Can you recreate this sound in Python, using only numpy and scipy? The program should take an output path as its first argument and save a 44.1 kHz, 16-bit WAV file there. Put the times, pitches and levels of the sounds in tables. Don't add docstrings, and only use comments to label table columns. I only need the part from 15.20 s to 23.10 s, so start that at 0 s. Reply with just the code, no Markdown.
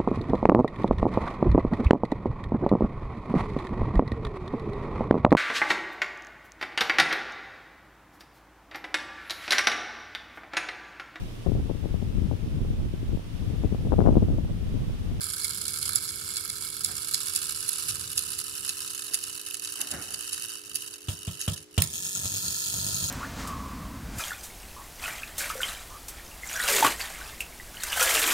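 import sys
import numpy as np
from scipy import signal
from scipy.fft import rfft, irfft, next_fast_len
from scipy.io import wavfile
from scipy.ndimage import uniform_filter1d

SR = 44100
rng = np.random.default_rng(int(sys.argv[2]) if len(sys.argv) > 2 else 0)


def wav_out(sig):
    wavfile.write(sys.argv[1], SR, np.round(np.clip(np.atleast_2d(sig).T, -1, 1) * 32767).astype(np.int16))


N = 348390
TIME = np.arange(N) / SR

# t/s, thud level/dB, tin rattle level/dB
BUMPS = [(5.884, -18.5, -28), (6.076, -21, -32.5), (6.2786, -14, -25), (6.578, -9, -19.5)]
# f/Hz, level/dB
SHUFFLE_TONE = [(30, -35), (50, -13), (70, -4.5), (92, -1), (125, -5), (165, -6), (200, -9.5), (260, -29),
                (500, -26), (900, -36)]
# f/Hz, level/dB
RUMBLE_TONE = [(30, -34), (55, -24), (75, -10.5), (95, -2), (125, -10), (150, -7.5), (170, -5.5),
               (230, -19.5), (380, -33), (520, -32), (660, -24), (810, -40), (980, -28), (1140, -36.5),
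               (1350, -26), (1540, -51), (1750, -38.5), (2000, -49)]


def fiddler():
    # t/s, speed/(beats per s)
    run_down = [(0, 150), (2.7, 152), (3.6, 141), (4.2, 124), (5.1, 117), (5.6, 108), (6.4, 93), (6.62, 80),
                (6.75, 20)]
    # t/s, share of speed lost/0-1
    hitches = [(4.222, .16), (4.41, .1), (5.42, .2), (5.8, .24), (6.478, .62)]
    wheel = [0.85, 6.3, 2.55, 5.5, 0.67, 5.3]
    # f/Hz, width/Hz, left/dB, right/dB, how far each follows the beat's level/0-1
    pallet_notes = [(3030, 274, -16.5, -16.5, 0.99), (7500, 500, -11, -8, 0.86), (9780, 670, -17.5, 0, 1),
                    (10400, 480, -22, -11, 1), (10790, 460, -21.5, -5.5, 0.94)]
    # t/s, level/dB
    slips = [(0.2137, -19), (2.4044, -16), (2.93, -17), (3.988, -33), (4.213, -21), (4.262, -17),
             (4.308, -16), (4.395, -16), (4.833, -27), (4.884, -27), (5.0872, -26), (5.221, -14),
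             (5.257, -21), (5.306, -28), (5.62, -18), (5.675, -21), (6.2625, -22)]
    # f/Hz, width/Hz, facing front left/dB, right/dB, turned left/dB, right/dB
    tin_notes = [(1080, 190, -7, -9, -5.5, -7), (1312, 160, -2.5, 3, 1.5, -3),
                 (1494, 370, 0, -4, -48, -0.5), (1603, 390, -47, -48, -4, -1),
                 (2210, 175, -0.5, 3, -33, -26), (2635, 160, -17, -7.5, 8.5, 3),
                 (2910, 250, -21, -30, 9.5, 9.5), (3320, 74, -2, 1, -5, -21), (3504, 150, -1.5, 4, -4, -16),
                 (3830, 220, 0, -9, 1.5, 4.5), (4236, 280, -2, 8, -2, -6), (4676, 137, 2.5, 2.5, -21, 7.5),
                 (5026, 335, 1.5, 7, -1, -10), (5530, 232, -1, 2.5, 10, 1), (6125, 310, 0, -3.5, 6.5, 3.5),
                 (6550, 190, -1.5, -6, -1, 10), (6850, 500, 2.5, -2.5, 1.5, -18),
                 (7480, 620, -1.5, 9, 2, -4), (7950, 220, -10, 4, -28, 4), (8180, 520, 4, -4, -1, -1),
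                 (8920, 200, -23, 3, -12, 7), (9490, 570, -23, 7.5, -9, 1.5), (10300, 1200, -7, 9.5, -8, 9),
                 (11260, 670, -6, 4.5, -18, -3), (12300, 300, -15, 5, -17, -11),
                 (12400, 230, -20, -2.5, -8, 4.5), (13100, 200, -20, -7, -16, 0),
                 (13330, 200, -20, -7, -13, -6), (14500, 1200, -17, -10.5, -17, -7),
                 (15800, 600, -14, -9, -20, -14)]
    # t/s, turn/0-1
    turning = [(0, 0), (1.5, 0.07), (2.0, 0.21), (3.0, 0.46), (3.6, 0.55), (5.6, 0.86)]
    # t/s, level/dB
    footing = [(0, -51.5), (1.1, -51), (1.9, -54), (3.0, -54), (3.7, -62.5), (5.6, -65), (6.7, -62)]
    full_per_s, hitch_s, sway_per_s = 149.8, .045, 9.2
    full_db, half_speed_loss_db = -32, 16
    turn = in_time(turning)[0]
    speed_left = np.prod([1 - lost * np.exp(-((TIME - s) / hitch_s) ** 2) for s, lost in hitches], axis=0)
    per_s = in_time(run_down)[0] * speed_left
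    rattle_db = full_db + half_speed_loss_db * doublings(per_s / full_per_s) + 2 * wander(sway_per_s)
    beats, db = wheel_beats(per_s, wheel, uneven_db=3, jitter_s=.0006)
    ticks = ticking(per_s, beats, db, bounce_db=-3.5, slack_db=3, tick_t60=.0073,
                    whirr_db=-9, whirr_t60=.041, alike=.25)
    pallet = pings(beats, db, rattle_db, pallet_notes, scatter_db=5, right_delay_s=.00004)
    clacks = bow_arm() + strike(*np.transpose(slips), t60=.0051, alike=.095)
    clacks = cut(clacks + 1e-12, "high", hz=2400, order=2)
    tin = shell(ticks * from_db(rattle_db) + clacks, tin_notes, turn, scatter_db=2.5)
    shuffle_db = in_time(footing)[0] + 30 * doublings(speed_left) + 3.5 * wander(sway_per_s)
    return hollows(tin + pallet, turn) + from_db(shuffle_db) * coloured(SHUFFLE_TONE, alike=1)


def bow_arm():
    # t/s, level/dB, brightness/dB
    hits = [(0.0408, -20, 5), (0.244, -12, 2), (0.4802, -11.5, -1), (0.6449, -27, 0), (0.7570, -11, 6.5),
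            (0.8892, -15, -5), (1.1675, -10, -9), (1.2984, -14, -4), (1.646, -11, -0.5),
            (1.943, -5.5, -1.5), (2.1595, -7.5, 2.5), (2.4902, -12.5, 4.5), (2.9771, -8, 2.5),
            (3.188, -15.5, 2.5), (3.491, -7.5, -5.5), (3.9419, -6.5, -0.5), (4.0377, -15, -4),
            (4.3422, -14.5, 0), (4.4468, -15, -0.5), (4.6127, -10.5, -2), (4.7127, -15.5, 0),
            (4.9415, -12.5, -5), (5.13, -13.5, -2), (5.5554, -12.5, 5), (6.2125, -14, -6),
            (6.3763, -20.5, -13)]
    # t/s, length/s,
    # level/dB
    scrapes = [(0.476, 0.027, -42), (2.683, 0.027, -25), (5.565, 0.079, -41), (6.215, 0.04, -33.5)]
    clacks = clatter([(s, db) for s, db, _ in hits], t60=.0064, loose_db=-9, before_s=.012, after_s=.014)
    body, edge = (cut(clacks + 1e-12, keep, hz=8500, order=3) for keep in ("low", "high"))
    bright_db = in_time(hits)[1]
    drag = sum(from_db(db) * ((TIME > s) & (TIME < s + length)) for s, length, db in scrapes)
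    scrape = drag * from_db(2 * wander(250)) * white(alike=.061)
    return from_db(-1.5) * (body + from_db(bright_db) * edge) + scrape


def hollows(sound, turn, block_size=2048):
    # facing front f/Hz, turned f/Hz, width/Hz
    notches = [(2984, 3480, 280), (1960, 2540, 190), (5720, 6000, 200)]
    for front_hz, turned_hz, width in notches:
        state, blocks = np.zeros((2, 2)), []
        for i in range(0, N, block_size):
            hz = front_hz + (turned_hz - front_hz) * turn[i]
            notch = signal.iirnotch(hz, hz / width, fs=SR)
            block, state = signal.lfilter(*notch, sound[:, i:i + block_size], zi=state)
            blocks.append(block)
        sound = np.hstack(blocks)
    return sound


def magician():
    wheel = [-2.5, -4.5, -7, -14.5]
    # f/Hz, width/Hz, left/dB, right/dB, how far each follows the beat's level/0-1
    pallet_notes = [(2130, 180, -31, -27, .2), (2610, 330, -5, -3.5, 0.8), (5450, 340, -2, -5, 0.6),
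                    (6550, 390, 9, -14, 1), (6810, 480, 11, 3.5, 1), (7800, 240, -1, 3.5, .8),
                    (12660, 330, -15, -4.5, 0.2), (13950, 840, -11, 3, 0.35)]
    # f/Hz, width/Hz, arms up left/dB, right/dB, arms down left/dB, right/dB
    tin_notes = [(948, 70, -10, -5, -6, -1.5), (1358, 143, -9, -6, -1.5, 1),
                 (1740, 130, -4.5, -3.5, -4, -5), (3320, 430, -1, 2, -2, 4), (3714, 180, -2, 5, -7, 3.5),
                 (4280, 670, -1, -3, 5.5, 3.5), (4600, 600, -9, -2, 2.5, 6), (5000, 130, 4.5, 2, -9, 8.5),
                 (5470, 320, 1, 2, 1, 2), (6600, 690, 5.5, -5, 9, -3), (6980, 180, 2, 5, -3, 9),
                 (7530, 690, 1, 5, -4, 1), (8330, 390, -2, 1, 2, 6), (9030, 510, -5, 6.5, -4, 7.5),
                 (9600, 490, -12, 5.5, -12, 4), (10700, 450, -10, 6.5, -10, 8.5),
                 (11470, 370, -10, -1, -8, 4), (12300, 410, -10, 2, -9, 4), (13800, 790, -10, -4, -7, 3),
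                 (14650, 450, -9, -2, -6, 1), (15500, 700, -11, -9, -8, -4)]
    # t/s, drop/0-1
    arms = [(6.8, 0), (7.07, 0.45), (7.3, 1), (7.9, 0.96)]
    # t/s, level/dB
    footing = [(6.7, -44.5), (6.92, -52.5), (7.02, -38.5), (7.18, -47.5), (7.3, -44), (7.43, -57),
               (7.54, -40.5), (7.9, -41)]
    start_s, spin_up_s, loosen_s, full_per_s = 6.63, .08, .21, 203
    full_db, half_speed_loss_db = -31.5, 5
    surge_hz, crest_s, settle_s = 9.9, 6.76, .45
    age = np.maximum(TIME - start_s, 0)
    speed = (1 - np.exp(-age / spin_up_s)) * (1 + .029 * wander(8))
    per_s = full_per_s * speed
    surge_db = 7 * np.exp(-age / settle_s) * np.cos(2 * np.pi * surge_hz * (TIME - crest_s))
    drive_db = full_db + half_speed_loss_db * doublings(speed)
    grip_db = 2 * np.exp(-age / loosen_s)
    beats, db = wheel_beats(per_s, wheel, uneven_db=2.5, jitter_s=.00025)
    db = db + np.interp(beats, TIME, surge_db)
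    pallet = pings(beats, db, drive_db - .8 * grip_db, pallet_notes, scatter_db=2.5, right_delay_s=.00021)
    ticks = ticking(per_s, beats, .39 * db, bounce_db=-10, slack_db=8, tick_t60=.0087,
                    whirr_db=-7, whirr_t60=.06, alike=.07)
    jolts = [(s, tin_db) for s, _, tin_db in BUMPS]
    jingle = from_db(-.5) * clatter(jolts, t60=.028, loose_db=-5.5, before_s=.0015, after_s=.069, count=14)
    tin = shell(ticks * from_db(drive_db - grip_db) + jingle, tin_notes, in_time(arms)[0], scatter_db=2.5)
    tap_power = fade(impulses(beats, db) ** 2, t60=.047)
    taps = np.sqrt(tap_power / (uniform_filter1d(tap_power, size=4000) + 1e-6))
    rumble = speed * taps * from_db(in_time(footing)[0]) * coloured(RUMBLE_TONE, alike=.98)
    return tin + pallet + rumble


def wheel_beats(per_s, wheel_db, uneven_db, jitter_s):
    beats = TIME[1:][np.diff(np.floor(np.cumsum(per_s) / SR)) > 0]
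    strength, lateness = rng.standard_normal((2048, 2))[:len(beats)].T
    db = np.resize(wheel_db, len(beats)) + uneven_db * np.clip(strength, -2.5, 1.3)
    return beats + jitter_s * lateness, db


def ticking(per_s, beats, db, bounce_db, slack_db, tick_t60, whirr_db, whirr_t60, alike):
    bounce, gap = rng.standard_normal((2048, 2))[:len(beats)].T
    bounces = beats + .003 * np.exp(.41 * gap)
    weakness = 1 - np.interp(beats, TIME, per_s) / per_s.max()
    bounces_db = db + bounce_db + slack_db * weakness + 2 * np.clip(bounce, -2, 1)
    whirr = from_db(whirr_db) * np.sqrt(fade(impulses(beats, db) ** 2, whirr_t60))
    times, levels = np.r_[beats, bounces], np.r_[db, bounces_db]
    ticks = np.array([strike(times, levels, tick_t60, alike) + whirr * white(alike) for _ in range(2)])
    power = uniform_filter1d(np.mean(ticks ** 2, axis=(0, 1)), size=5000)
    return ticks / np.sqrt(power + 1e-9)


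def pings(beats, db, drive_db, notes, scatter_db, right_delay_s):
    out = np.zeros((2, N))
    for hz, width, left_db, right_db, follows in notes:
        chance = np.clip(rng.standard_normal(2048)[:len(beats)], -2.5, 1.5)
        hits = impulses(beats, follows * db + np.interp(beats, TIME, drive_db) + scatter_db * chance)
        ping = cut(hits + 1e-12, "band", [hz - width / 2, hz + width / 2], order=2) * SR / (np.pi * width)
        out += [from_db(left_db) * ping, from_db(right_db) * np.roll(ping, round(right_delay_s * SR))]
    return out


def shell(hits, notes, pose, scatter_db):
    out = np.zeros((2, N))
    for k, (hz, width, *sides_db) in enumerate(notes):
        low = np.hypot(hz, width / 2) - width / 2
        band = [low, min(low + width, .48 * SR)]
        gains = from_db(sides_db)[:, None]
        first, last = gains[:2], gains[2:]
        share = from_db(scatter_db * (wander(130) - scatter_db * np.log(10) / 20))
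        out += cut(hits[k % 2] * share + 1e-12, "band", band, order=2) * (first + (last - first) * pose)
    return out


def clatter(hits, t60, loose_db, before_s, after_s, count=6):
    s, db = np.transpose(hits)
    touches = s[:, None] + rng.uniform(-before_s, after_s, (len(s), count))
    touch_db = db[:, None] + loose_db + rng.normal(0, 2.2, touches.shape)
    times = np.r_[s - .0005, s + .0005, touches.ravel()]
    levels = np.r_[db, db - 2, touch_db.ravel()]
    return np.array([strike(times, levels, t60, alike=.065) for _ in range(2)])


def strike(times, db, t60, alike, spots=4):
    t = TIME[:2048]
    decay = from_db(-60 * t / t60)
    out = np.zeros((2, N))
    for k in range(spots):
        cluster = white(alike, len(t))
        for _ in range(2):
            spectrum = rfft(cluster * decay)
            cluster = irfft(spectrum / (np.abs(spectrum) + 1e-12)) / np.maximum(decay, .1)
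        cluster = cluster * decay * (1 - np.exp(-t / .00067))
        cluster *= np.sqrt(2 * np.sum(decay ** 2) / np.sum(cluster ** 2))
        out += signal.oaconvolve(impulses(times[k::spots], db[k::spots])[None], cluster, axes=1)[:, :N]
    return out


def catch():
    # t/s, level/dB
    snap = [(6.6207, -9.5)]
    # f/Hz, level/dB
    snap_tone = [(530, -50), (900, -46), (2140, 5), (3000, -15), (3510, -3), (8350, -11), (8980, 4.5),
                 (11100, 4), (12400, -16), (14000, -2), (16000, -6)]
    s, db = np.transpose(snap)
    hits = (impulses(s, db) + impulses(s + .001, db - 2)) ** 2
    power = fade(hits, t60=.014) + from_db(-29) ** 2 * fade(hits, t60=.1)
    return np.sqrt(power) * coloured(snap_tone, alike=.13) * from_db([[-2.5], [1.5]])


def table_bumps():
    # f/Hz, level/dB, time to fade by 60 dB/s
    top_notes = [(99, -3.5, 0.094), (123, -15.5, 0.15), (161, -21, 0.18), (234, -60, 0.17),
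                 (330, -40.5, 0.093), (656, -32, 0.039), (990, -31, 0.029), (1330, -39, 0.068)]
    # f/Hz, level/dB
    feet_tone = [(400, 0), (1100, -5), (2100, -6.5), (3100, 10), (4500, -11), (9000, -25)]
    s, thud_db, tin_db = np.transpose(BUMPS)
    blows = impulses(s, thud_db)
    thud = sum(from_db(db) * ring(-blows, hz, t60) for hz, db, t60 in top_notes)
    shudder = from_db(-14) * np.sqrt(fade(blows ** 2, t60=.26)) * coloured(RUMBLE_TONE, alike=.82)
    clank_power = fade(impulses(s, tin_db) ** 2, t60=.11)
    clank = from_db(-5) * np.sqrt(clank_power) * coloured(feet_tone, alike=.17)
    return cut(thud + shudder, "high", hz=58, order=4) + clank


def fingers():
    # t/s, rub level/dB, bump level/dB, time to fade by 60 dB/s
    shifts = [(1.70, -48, -60, 0.27), (3.90, -52, -70, 0.37), (4.60, -47, -70, 0.54),
              (4.743, -40.5, -45.5, 0.57), (4.93, -56, -56, .45)]
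    # f/Hz, level/dB
    rub_tone = [(35, -43), (60, -27), (203, -13), (244, -0.5), (485, -10.5), (710, -7), (949, -15),
                (1590, -6.5), (2300, -16.5), (2990, -58), (5060, -120)]
    swell_s, snags_per_s = .021, 400
    rub, bump = 0, 0
    for s, rub_db, bump_db, t60 in shifts:
        swell = np.exp(np.minimum(TIME - s, 0) / swell_s) * from_db(-60 * np.maximum(TIME - s, 0) / t60)
        rub += from_db(rub_db) * swell
        bump += from_db(bump_db) * swell
    snags = fade((rng.random(N) < snags_per_s / SR) * rng.exponential(1, N), t60=.2)
    felt = rub * np.sqrt(snags / snags.mean()) * coloured(rub_tone, alike=.58)
    return felt + bump * coloured(SHUFFLE_TONE, alike=1)


def room(sound, echo_db, t60):
    t = TIME[:SR // 2]
    echoes = rng.standard_normal((2, len(t))) * from_db(-60 * t / t60) * (t > .004)
    echoes /= np.sqrt(np.sum(echoes ** 2, axis=1, keepdims=True))
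    echoes = cut(echoes, "low", hz=4500, order=1)
    return sound + from_db(echo_db) * signal.fftconvolve(sound, echoes, axes=1)[:, :N]


def background():
    # f/Hz, level/dB
    hum_notes = [(300, -63.5), (360, -65), (420, -63), (480, -75), (540, -75.5), (660, -82)]
    # f/Hz, level/dB
    air_tone = [(25, -15), (100, -24), (250, -7.5), (500, -16.5), (900, -17.5), (2000, -17.5), (6000, -18),
                (16000, -33)]
    side_cycles = np.array([[0], [.14]])
    hum = sum(np.sqrt(2) * from_db(db) * np.sin(2 * np.pi * (hz * TIME + rng.random() + side_cycles))
              for hz, db in hum_notes)
    return hum * from_db([[1.5], [.5]]) + from_db(-60) * coloured(air_tone, alike=.16)


def from_db(db):
    return 10 ** (np.asarray(db) / 20)


def doublings(share):
    return np.log2(np.maximum(share, 1e-3))


def in_time(rows):
    s, *columns = np.transpose(rows)
    return [np.interp(TIME, s, column) for column in columns]


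def wander(per_s):
    return np.interp(TIME * per_s, np.arange(2048), rng.standard_normal(2048))


def cut(sound, keep, hz, order):
    return signal.sosfilt(signal.butter(order, hz, keep, fs=SR, output="sos"), sound)


def white(alike, size=N):
    return np.sqrt(alike) * rng.standard_normal(size) + np.sqrt(1 - alike) * rng.standard_normal((2, size))


def coloured(tone, alike):
    hz, db = np.transpose(tone)
    size = next_fast_len(N)
    bins = np.maximum(np.arange(size // 2 + 1) * SR / size, 1)
    gain = from_db(np.interp(np.log(bins), np.log(hz), db))
    gain *= np.minimum(bins / hz[0], 1) * np.minimum(hz[-1] / bins, 1) ** 2
    noise = irfft(rfft(white(alike), size) * gain, size)[:, :N]
    return noise / np.sqrt(np.mean(noise ** 2) + 1e-20)


def impulses(times, db):
    out = np.zeros(N)
    np.add.at(out, np.clip(np.asarray(times) * SR, 0, N - 1).astype(int), from_db(db))
    return out


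def fade(power, t60):
    return signal.lfilter([1], [1, -from_db(-120 / (t60 * SR))], power + 1e-18)


def ring(clicks, hz, t60):
    decay, step = from_db(-60 / (t60 * SR)), 2 * np.pi * hz / SR
    return signal.lfilter([0, np.sin(step)], [1, -2 * decay * np.cos(step), decay ** 2], clicks + 1e-18)


def scene():
    toys = fiddler() + magician() + catch()
    return room(toys, echo_db=-11, t60=.41) + table_bumps() + fingers() + background()


def record(dry):
    cutoff_hz = 15700
    return signal.sosfilt(signal.ellip(12, .1, 80, cutoff_hz, fs=SR, output="sos"), dry)


dry = scene()
out = record(dry)
wav_out(out)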